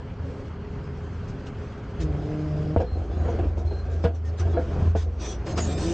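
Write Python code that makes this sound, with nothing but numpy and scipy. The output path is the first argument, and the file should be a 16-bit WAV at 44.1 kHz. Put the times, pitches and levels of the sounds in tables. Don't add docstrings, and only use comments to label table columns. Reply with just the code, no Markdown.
import sys
import numpy as np
from scipy import signal
from scipy.fft import rfft, irfft, next_fast_len
from scipy.io import wavfile
from scipy.ndimage import uniform_filter1d, minimum_filter1d, map_coordinates

SR = 44100
rng = np.random.default_rng(int(sys.argv[2]) if len(sys.argv) > 2 else 0)


def to_wav(s):
    ch = np.atleast_2d(s).T
    pcm = np.round(np.clip(ch, -1, 1) * 32767)
    wavfile.write(sys.argv[1], SR, pcm.astype(np.int16))


def undo_db(level):
    steps = np.asarray(level, float) / 20
    return 10 ** steps


N = 261513

# time_s,
# change_db
SWELLS = [(0, -1.5), (1.9, 1.5), (2.65, 2), (2.8, -3), (3.06, -3.5), (3.35, 6.5), (3.5, -4.5), (3.68, -6),
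          (3.93, -2), (4.1, -12), (4.34, -4.5), (4.56, 3), (4.64, 1), (4.82, 9), (5.0, -12), (5.24, -2.5),
          (5.53, 3), (5.93, 0)]
# time_s, level_db
ROLL = [
    (0, -1),
    (2.7, -1.5),
    (2.85, -5.5),
    (5.4, -6.5),
    (5.6, 4.5),
    (5.93, 5),
]
# frequency_hz, density_db
MIDS = [(470, -19.5), (800, -4.5), (987, -5), (1180, -6), (1820, -13), (2060, -12.5), (2520, -16),
        (3270, -18), (3620, -27.5), (4500, -23.5), (5850, -40), (9900, -120)]


def unit(x):
    return x / np.sqrt(np.mean(x ** 2) + 1e-20)


def along(points, hz):
    f, v = np.transpose(points)
    return np.interp(np.log(hz + 1), np.log(f + 1), v)


def curves(rows):
    s, *columns = np.transpose(rows)
    return [np.interp(np.arange(N) / SR, s, column) for column in columns]


def gate(rows, edge_s=0.0028):
    t = np.arange(N) / SR
    inside_s = np.minimum(t - rows[0][0], rows[-1][0] - t)
    return np.clip(inside_s / edge_s + 1, 0, 1)


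def wobble(rate):
    coarse = np.arange(0, N + 16, 16)
    knots = rng.standard_normal(int(N * rate / SR) + 4)
    smooth = map_coordinates(knots, [coarse * rate / SR])
    return unit(np.interp(np.arange(N), coarse, smooth))


def bursts(rows, rise_db_s, fall_db_s):
    t = np.arange(0, N + 64, 64) / SR
    s, held, db = np.transpose(rows)[..., None]
    early_s, late_s = np.maximum(s - t, 0), np.maximum(t - s - held, 0)
    level_db = db - rise_db_s * early_s - fall_db_s * late_s
    return np.interp(np.arange(N) / SR, t, np.linalg.norm(undo_db(level_db), axis=0))


def filtered(x, response):
    m = next_fast_len(len(x) + SR // 5)
    return irfft(rfft(x, m) * response(np.fft.rfftfreq(m, 1 / SR)), m)[:len(x)]


def resonances(modes):
    def response(f):
        total = 0
        for k, (centre, width, db) in enumerate(modes):
            damping = 1j * f * width
            total = total + (-1) ** k * undo_db(db) * damping / (centre * centre - f * f + damping)
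        return total
    return response


def soft(hz, corner_hz):
    return 1 / (1 + 1j * hz / corner_hz) ** 3


def rush(spectrum, patchy_db):
    z = signal.stft(rng.standard_normal(N), nperseg=512)[2]
    field = uniform_filter1d(rng.standard_normal(z.shape), size=5, axis=0)
    field = uniform_filter1d(field, size=8, axis=1)
    x = signal.istft(z * undo_db(patchy_db * unit(field)), nperseg=512)[1][:N]
    return unit(filtered(x, lambda hz: undo_db(along(spectrum, hz))))


def tone(hz, order=1, drift=0):
    return np.sqrt(2) * np.sin(order * 2 * np.pi * np.cumsum(hz) / SR + drift)


def engine():
    # frequency_hz, density_db
    low_spectrum = [(13, -62.5), (22, -10.5), (81, -4), (130, -7.5), (212, -12.5), (360, -27), (408, -11),
                    (447, -25.5), (523, -30.5), (900, -35.5), (1170, -60), (1980, -120)]
    # frequency_hz, width_hz, level_db
    panel_modes = [(212, 1.1, -14.5), (265.2, 9.6, -3), (386, 18, -15.5), (416, 12, -6), (533, 71, -11.5)]
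    # frequency_hz, width_hz, level_db
    casting_modes = [(1244, 310, 1.5), (1587, 260, 2.5), (3240, 83, -17), (4100, 110, -23.5),
                     (6840, 180, -23)]
    firing_hz = 35.3
    swell_db, = curves(SWELLS)
    engine_db, clatter_db = -39.5 + 0.95 * swell_db, -47 + 0.72 * swell_db

    firings = np.cumsum(firing_hz * (1 + 0.00643 * wobble(3))) / SR
    fires = np.flatnonzero(np.diff(np.floor(firings)))
    pulses = np.zeros(N)
    pulses[fires] = undo_db(0.5 * rng.standard_normal(N)[:len(fires)])
    exhaust = unit(filtered(pulses, lambda hz: undo_db(along(low_spectrum, hz)) * (hz > 90) * (hz < 450)))
    beat = 1 + 0.08 * np.cos(2 * np.pi * firings)
    roar = rush(low_spectrum, patchy_db=1.0) * beat
    low = undo_db(engine_db + 4.0 + 0.9 * wobble(12)) * (roar + 0.5 * exhaust)

    panels = unit(filtered(rng.standard_normal(N), resonances(panel_modes)))
    panel_db = -46.0 + 0.68 * np.minimum(curves(ROLL)[0], 0) + 3.0 * wobble(7)
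    casting = unit(filtered(rng.standard_normal(N), resonances(casting_modes)))
    clatter = (rush(MIDS, patchy_db=1.85) + 0.5 * casting) * beat
    return low + undo_db(panel_db) * panels + undo_db(clatter_db - 2.0 + 0.26 * wobble(23)) * clatter


def hum():
    # frequency_hz, level_db
    order_lines = [(107, -44.5), (140.5, -44.5), (177, -49), (211, -51.5), (258.4, -54.5), (414, -47),
                   (532, -62.5)]
    lines = 0
    for hz, db in order_lines:
        breath = undo_db(db + 4.0 * wobble(3.7))
        lines = lines + breath * tone(np.full(N, hz), drift=0.6 * wobble(4.5))
    return undo_db(curves(ROLL)[0]) * lines


def pump():
    # time_s, pitch_hz, level_db, second_order_db
    drone = [
        (1.99, 166, -39.5, -0.5),
        (2.04, 156, -32.5, 2),
        (2.14, 146.5, -33, -1.5),
        (2.228, 148.1, -34, 1.5),
        (2.3, 152, -30.5, 3),
        (2.47, 153, -32, 4.5),
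        (2.53, 151, -30, -9.5),
        (2.65, 152.6, -31, -0.5),
        (2.75, 154.3, -32, 2),
    ]
    # time_s, pitch_hz, level_db, second_order_db
    spin_up = [
        (5.659, 133.6, -38, 0),
        (5.714, 146.4, -30.5, -2),
        (5.815, 147.1, -37, 2.5),
        (5.856, 165.7, -32, 3),
        (5.9, 168.8, -33, 3.5),
        (5.93, 170.5, -31, 7.5),
    ]
    tooth_db = [2, -12.5, -12.5, -13.5, -23.5]
    lift_tooth_db = [-3.5, 1.5, 3, -3, 0]
    tank_hz, tank_width_hz, tank_db = 330, 37, 13
    total, shake = 0, 0.03 * wobble(30)
    hz, level_db, second_db = curves(drone + spin_up)
    drone_on, lift_on = gate(drone), gate(spin_up)
    for k, db in enumerate(tooth_db):
        order = k + 1
        lift_db = tank_db / (1 + ((order * hz - tank_hz) / tank_width_hz) ** 2)
        flutter_db = (2.2 if order > 2 else 0.8) * wobble(8.89)
        order_db = level_db + db + lift_tooth_db[k] * lift_on + lift_db + flutter_db
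        order_db = order_db + second_db * (order == 2)
        total = total + undo_db(order_db) * tone(hz, order=order, drift=order * shake + np.pi / 2)
    return (drone_on + lift_on) * total


def valves():
    # start_s, held_s, flow_db
    openings = [(1.28, 0.022, -58), (1.465, 0.011, -51.5), (2.005, 0.023, -46), (2.15, 0.64, -64.5),
                (2.47, 0.021, -62), (2.805, 0.0072, -52), (2.985, 0.074, -61.5), (3.12, 0.38, -61.5),
                (3.58, 0.015, -54), (3.65, 0.15, -61), (3.9, 0.17, -58.5), (4.042, 0.0036, -45),
                (4.15, 0.01, -58.5), (4.255, 0.035, -54.5), (4.388, 0.011, -45.5), (4.43, 0.12, -59),
                (4.69, 0.21, -57.5), (4.962, 0.064, -47.5), (5.2, 0.031, -50), (5.217, 0.11, -44),
                (5.465, 0.053, -45), (5.577, 0.011, -37.5), (5.6, 0.13, -42.5), (5.78, .2, -40)]
    # frequency_hz, density_db
    jet_spectrum = [(530, -28), (900, 5), (1740, -3.5), (2090, -7), (2420, -1.5), (3200, -8.5),
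                    (3740, -5.5), (5460, -6), (5900, -9), (6430, -6), (7730, -13.5), (8690, -26.5),
                    (9120, -20.5), (11900, -58), (20100, -120)]
    # frequency_hz, density_db
    edge_spectrum = [(6600, -30), (7300, -3), (8000, 0), (8600, -3), (9300, -4), (9700, -40)]
    # frequency_hz, width_hz, level_db
    hose_modes = [(1810, 85, -3.5), (2400, 53, -8.5), (3300, 570, -6), (3970, 47, -2.5), (5030, 80, -5.5),
                  (5820, 170, 8), (6270, 31, 0.5)]
    # start_s, held_s, level_db
    whistles = [(2.875, .085, -57), (3.685, .125, -55.5), (5.21, .125, -46), (5.608, .03, -36.5),
                (5.67, .11, -52), (5.68, .09, -61), (3.18, .13, -66), (4.25, .049, -58), (5.29, .04, -51),
                (5.49, .03, -57), (5.5, .034, -58), (5.68, .1, -52.5), (5.81, .04, -51), (3.11, .043, -63),
                (3.15, .09, -66), (2.2, .5, -66.5), (5.215, .1, -52), (5.65, .015, -51), (5.575, .03, -47),
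                (5.7, .08, -52), (5.8, .13, -51), (5.84, .06, -53), (3.29, .04, -65), (3.3, .06, -64),
                (3.44, .025, -57), (3.72, .27, -58), (5.22, .04, -51), (5.76, .03, -50), (5.6, .05, -51),
                (4.54, .05, -63), (4.53, .03, -58), (4.975, .015, -54), (5.205, .02, -56), (5.82, .06, -58),
                (5.575, .02, -46), (5.505, .04, -56), (5.9, .03, -49), (5.47, .04, -59)]
    # pitch_hz, wander_hz
    gaps = [(4165, 37), (4160, 37), (5830, 95), (6760, 110), (7555, 65), (8450, 60), (6720, 60), (1830, 40),
            (3340, 70), (6400, 90), (4200, 70), (2400, 40), (4300, 60), (3450, 70), (4050, 70), (4950, 170),
            (6300, 110), (6850, 70), (4800, 120), (3650, 70), (5850, 90), (5000, 110), (5800, 50),
            (3250, 60), (2450, 90), (1600, 45), (3400, 120), (5050, 130), (7300, 120), (4020, 40),
            (3330, 50), (3400, 90), (4600, 70), (7550, 80), (5050, 110), (6450, 110), (5950, 130),
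            (7400, 100)]
    # start_s, peak_db, colour_hz
    spits = [(1.2694, -57, 3230), (1.466, -38.5, 2900), (2.0123, -48, 3780), (3.0194, -51, 2800),
             (3.3902, -39, 2740), (4.147, -49, 5900), (4.7, -48, 2900), (4.2894, -47.5, 4320),
             (4.3964, -32.5, 5900), (5.3094, -47, 7750), (2.78, -37.5, 2800), (3.3, -44, 6200),
             (3.595, -47, 5900), (3.278, -43, 3300), (5.575, -29, 6100), (5.47, -37, 5100),
             (4.043, -34, 3440), (4.043, -45, 5200)]
    leak = undo_db(-63 + 0.53 * curves(SWELLS)[0] + 1.5 * wobble(12))
    opened = bursts(openings, rise_db_s=1403.5, fall_db_s=425.5)
    flow_db = 20 * np.log10(np.hypot(leak, opened))
    jet = rush(jet_spectrum, patchy_db=2.3)
    hose = unit(filtered(jet, resonances(hose_modes)))
    sputter_db = 1.3 * wobble(45)
    hiss = undo_db(flow_db + 0.2 + sputter_db) * (jet + 0.44 * hose)
    edge_db = -50.0 + 3.5 * (np.minimum(flow_db, -41) + 40.5)
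    hiss = hiss + undo_db(edge_db) * rush(edge_spectrum, patchy_db=2.5)

    wander, flutter = wobble(480), wobble(130)
    for row, (hz, wander_hz) in zip(whistles, gaps):
        rise, fall = (520, 300) if wander_hz < 38 else (1100, 520)
        span = slice(round((row[0] - 0.06) * SR), round((row[0] + row[1] + 0.15) * SR))
        swell = bursts([row], rise, fall) * undo_db(2.7 * flutter)
        hiss[span] += swell[span] * tone(hz + wander_hz * wander[span])

    t = np.arange(SR // 20) / SR
    for s, db, hz in spits:
        puff = unit(filtered(rng.standard_normal(len(t)), resonances([(hz, 220, 0)])))
        decay = undo_db(db - 7.5 - 60 * t / 0.098) * (1 - np.exp(-t / 0.0012))
        hiss[round(s * SR):][:len(t)] += decay * puff
    return hiss


def boom():
    # start_s, peak_db, low_ring_hz, brightness_db, t60_s
    clunks = [(1.98, -25.5, 347, -14, 0.16), (2.328, -24, 404, -31, 0.13), (2.7623, 5, 504, -38, 0.012),
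              (2.766, -13.5, 477, -19, 0.068), (2.801, -9.5, 361, -24, 0.085),
              (2.944, -31, 311, -36, 0.053), (3.278, -11.5, 473, -28, 0.09), (3.303, -19, 465, -36, 0.17),
              (3.389, -11.5, 344, -26, 0.057), (3.572, -17.5, 334, -38.5, 0.1),
              (3.71, -19.5, 395, -21, 0.095), (4.0398, -5.5, 473.6, -20, 0.13),
              (4.398, -21.5, 358, -12.5, 0.16), (4.55, -18, 340, -33, 0.083),
              (4.5672, -8, 502.4, -32, 0.15), (4.587, -28, 520, -34, 0.21), (4.763, -19.5, 386, -27, 0.071),
              (4.951, -6.5, 437, -26.5, 0.086), (5.464, -19, 328, -13, 0.16),
              (5.575, -12.5, 348, -9.5, 0.12), (2.809, -14, 499, -26, 0.17), (3.246, -19.5, 486, -20, 0.16),
              (3.33, -26, 450, -36, 0.11), (3.435, -20, 300, -19, 0.1), (2.792, -13, 404, -28, 0.052),
              (4.705, -19, 191, -20, 0.1), (4.87, -21, 404, -13, 0.038), (4.45, -20, 404, -21, 0.17)]
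    # frequency_hz, width_hz, level_db
    arm_modes = [(186, 38, -7), (270, 34, -8.5), (311, 55, -6.5), (473, 23, -0.5), (679, 54, -6.5),
                 (932, 47, -14.5), (1440, 67, -22), (1670, 29, -14.5)]
    out, t = np.zeros(N + SR), np.arange(SR // 4) / SR
    for s, db, low_hz, bright_db, t60 in clunks:
        fall = undo_db(-60 * np.maximum(t - 0.14 * t60, 0) / t60) * (1 - np.exp(-t / 0.0017))
        changes = rng.standard_normal((len(arm_modes), 2))
        modes = [(hz * (1 + 0.021 * a), width, level + 2.4 * b)
                 for (hz, width, level), (a, b) in zip(arm_modes, changes)]
        crunch = filtered(rng.standard_normal(len(t)), resonances(modes))
        crunch = crunch / np.sqrt(np.sum((crunch * fall) ** 2) / np.sum(fall ** 2))

        high_hz = 677 * (1 + 0.49 * (modes[4][0] / arm_modes[4][0] - 1))
        ringing = np.sin(2 * np.pi * low_hz * t) + 0.19 * np.sin(2 * np.pi * high_hz * t)
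        ringing = ringing + 0.27 * np.sin(2 * np.pi * 160 * t)
        blow = -np.sin(2 * np.pi * 520 * t) * undo_db(-60 * t / 0.005) * (1 - np.exp(-t / 0.0005))
        blow = blow * 2.7 * undo_db(min(0.4 * (db + 8), 0))
        scuff = unit(filtered(rng.standard_normal(len(t)), lambda f: undo_db(along(MIDS, f)) * (f > 1000)))
        struck = fall * (0.55 * crunch + 0.88 * ringing) + 2.24 * blow
        steel = filtered(struck, lambda f: soft(f, corner_hz=1700))
        out[round(s * SR):][:len(t)] += undo_db(db - 11) * (steel + undo_db(bright_db + 0.5) * fall * scuff)
    return out[:N]


def rings():
    # start_s, pitch_hz, level_db, t60_s
    struck_modes = [(2.7638, 480, -11, 0.069), (2.7634, 658, -17.5, 0.072), (2.7634, 915, -22.5, 0.053),
                    (2.803, 373, -13, .045), (2.7634, 1180, -36, 0.029), (2.804, 532, -20, 0.12),
                    (2.803, 740, -21, 0.088), (2.804, 1560, -41, .07), (3.27, 525, -26, .15),
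                    (3.3, 338, -27, .2), (3.42, 290, -27, .12), (3.88, 454, -31.5, 0.17),
                    (3.94, 670, -38, .15), (3.82, 1140, -46, .12), (5.577, 1000, -31, .08),
                    (5.577, 1290, -28, .07), (5.577, 1560, -38, .07), (5.577, 1930, -38, 0.058),
                    (5.577, 2340, -35.5, 0.072), (5.605, 2020, -38, .08), (5.7, 722, -34, .3),
                    (3.39, 764, -29, 0.087), (3.572, 654, -38, .08), (3.71, 900, -36, 0.054),
                    (4.042, 673, -24, 0.23), (4.046, 1450, -35.5, .14), (4.05, 1624, -35, .12),
                    (4.041, 2350, -34, .03), (4.085, 450, -31, .07), (4.43, 1610, -42, 0.14),
                    (4.545, 342, -20, 0.19), (4.566, 672, -21.5, 0.2), (4.567, 903, -38, .09),
                    (4.568, 1424, -34, .09), (4.568, 1660, -35, 0.055), (4.76, 148, -24, 0.094),
                    (4.868, 1020, -33, 0.049), (4.951, 700, -30, 0.054), (4.951, 894, -30, 0.043),
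                    (4.955, 1490, -36, 0.14), (4.96, 1825, -45, .07), (5.061, 479, -36, 0.42),
                    (5.275, 415, -30.5, 0.2), (5.23, 306, -31, 0.11), (5.465, 149, -24.5, .2),
                    (5.48, 541, -30.5, .2), (5.577, 698, -24.5, 0.11), (5.601, 225, -24, 0.31)]
    out, t, waver = np.zeros(N + SR), np.arange(SR // 4) / SR, wobble(60)
    for s, hz, db, t60 in struck_modes:
        decay = undo_db(db - 60 * t / t60) * (1 - np.exp(-t * hz / 1.7))
        out[round(s * SR):][:len(t)] += decay * np.sin(2 * np.pi * hz * t)
    return out[:N] * undo_db(1.1 * waver)


def scrape():
    # start_s, held_s, level_db
    strokes = [(2.1, 0.21, -38), (2.42, 0.06, -44), (2.56, 0.099, -39), (2.95, 0.29, -37.5),
               (3.24, 0.12, -33), (3.39, 0.062, -34), (3.5, 0.16, -39.5), (3.72, 0.038, -38),
               (3.87, 0.24, -40), (4.3, 0.035, -42.5), (4.45, 0.13, -37.5), (4.7, 0.12, -34.5),
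               (5.04, 0.034, -44), (5.22, 0.1, -39), (5.48, .5, -34)]
    # frequency_hz, density_db
    grind_spectrum = [(120, -25.5), (200, -4), (231, -9), (344, 1.5), (448, -5), (579, -6), (759, -7),
                      (851, -20), (1100, -24), (1430, -60.5), (2420, -120)]
    grains = undo_db(1.6 * wobble(90))
    rest = undo_db(-48 + 0.48 * curves(SWELLS)[0])
    drag = np.hypot(rest, bursts(strokes, rise_db_s=200, fall_db_s=153.5))
    return drag * unit(grains * rush(grind_spectrum, patchy_db=0.5))


def deck():
    # time_s, level_db
    shaking = [(0, -39.5), (1.25, -35), (1.32, -54), (2.3, -37.5), (2.7, -32.5), (2.88, -44), (3.1, -49),
               (3.17, -21), (3.4, -28), (3.87, -31.5), (3.9, -24), (4.39, -28.5), (4.79, -26), (4.97, -18),
               (5.3, -39.5), (5.5, -36), (5.56, -21.5), (5.93, -31.5)]
    # start_s, level_db, t60_s
    jolts = [(0.2, -26.5, 0.42), (0.485, -49, 0.37), (1.58, -28.5, 0.29), (1.99, -28.5, 0.43),
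             (2.05, -23, 0.32), (2.089, -24.5, 0.24), (2.773, -16, 0.23), (2.926, -24.5, 0.63),
             (2.999, -23, 0.15), (3.411, -20.5, 0.38), (3.472, -19.5, 0.36), (3.579, -16, 0.2),
             (3.65, -20, 0.51), (4.049, -15, 0.18), (4.4, -21, 0.57), (4.461, -19, 0.97),
             (4.821, -23.5, 0.48), (4.879, -18.5, 0.21), (5.82, -32.5, .3)]
    # start_s, held_s, level_db
    sways = [(0, 0.28, -42), (.49, 0, -41), (.65, .6, -45.5), (1.4, 0, -40), (1.75, 0.15, -51),
             (1.987, 0.13, -27.5), (2.1, 0.13, -35), (2.5, 0.091, -49), (2.81, 0.64, -30),
             (3.47, 0.0054, -25.5), (3.565, 0.029, -26.5), (3.62, 0.33, -31), (4.05, 0.0018, -28),
             (4.42, .35, -34), (4.79, 0.64, -31.5), (5.56, .25, -37), (5.82, 0.032, -32), (5.86, 0.1, -32)]
    upper_hz, lower_hz = 81.14, 58.74
    s, db, t60 = np.transpose(jolts)
    jolted = bursts(np.transpose([s, 0 * s, db]), 1500, 60 / t60[:, None])
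    upper = np.hypot(undo_db(curves(shaking)[0]), jolted) * undo_db(1.6 * wobble(22.08))
    upper = upper * tone(np.full(N, upper_hz), drift=0.99 * wobble(5.7))
    swayed = bursts(sways, rise_db_s=700.5, fall_db_s=196.5)
    lower = np.hypot(undo_db(-57), swayed) * undo_db(2.5 * wobble(38))
    return upper + lower * tone(np.full(N, lower_hz), drift=0.19 * wobble(27))


def scene():
    mid = engine() + scrape() + deck() + pump() + valves() + boom() + hum() + rings()
    return np.array([mid, mid])


def unlike(mid):
    # frequency_hz, rarity_deviations
    rarity = [(2900, 9), (3100, -.6), (4500, -1.4), (5800, -.7), (6300, .9), (7400, 2.2), (7700, 9)]
    hz, _, z = signal.stft(mid, SR, nperseg=2048)
    bands = np.abs(z[:1024]).reshape(64, 16, -1)
    typical = np.median(bands, axis=1)
    luck = unit(uniform_filter1d(rng.standard_normal(typical.shape), size=3, axis=1))
    loud = np.log10(typical / np.median(typical, axis=1, keepdims=True))
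    chosen = luck + 0.9 * loud > along(rarity, hz[8:1024:16])[:, None]
    noisy = bands.max(axis=1) < 3.4 * typical
    size = np.repeat(typical * (chosen & noisy), repeats=16, axis=0)
    size = np.vstack([size, size[-1:]])
    turn = np.exp(2j * np.pi * rng.random(z.shape))
    return undo_db(-3.5) * signal.istft(size * turn, SR, nperseg=2048)[1][:N]


def band_limit(x):
    return signal.sosfilt(signal.butter(12, 9450, fs=SR, output="sos"), x)


def record(dry):
    mid = filtered(dry[0], lambda hz: undo_db(along([(8300, -2), (9250, -15.5), (9600, -66.5)], hz)))
    needed = np.minimum(1, 0.41 / (np.abs(mid) + 1e-9)) ** 0.17
    mid = mid * uniform_filter1d(minimum_filter1d(needed, size=600), size=400)
    mid = mid * np.clip(np.arange(N, 0, -1) / 60, 0, 1)
    side = unlike(mid)
    return band_limit(np.array([mid + side, mid - side]))


dry = scene()
out = record(dry)
to_wav(out)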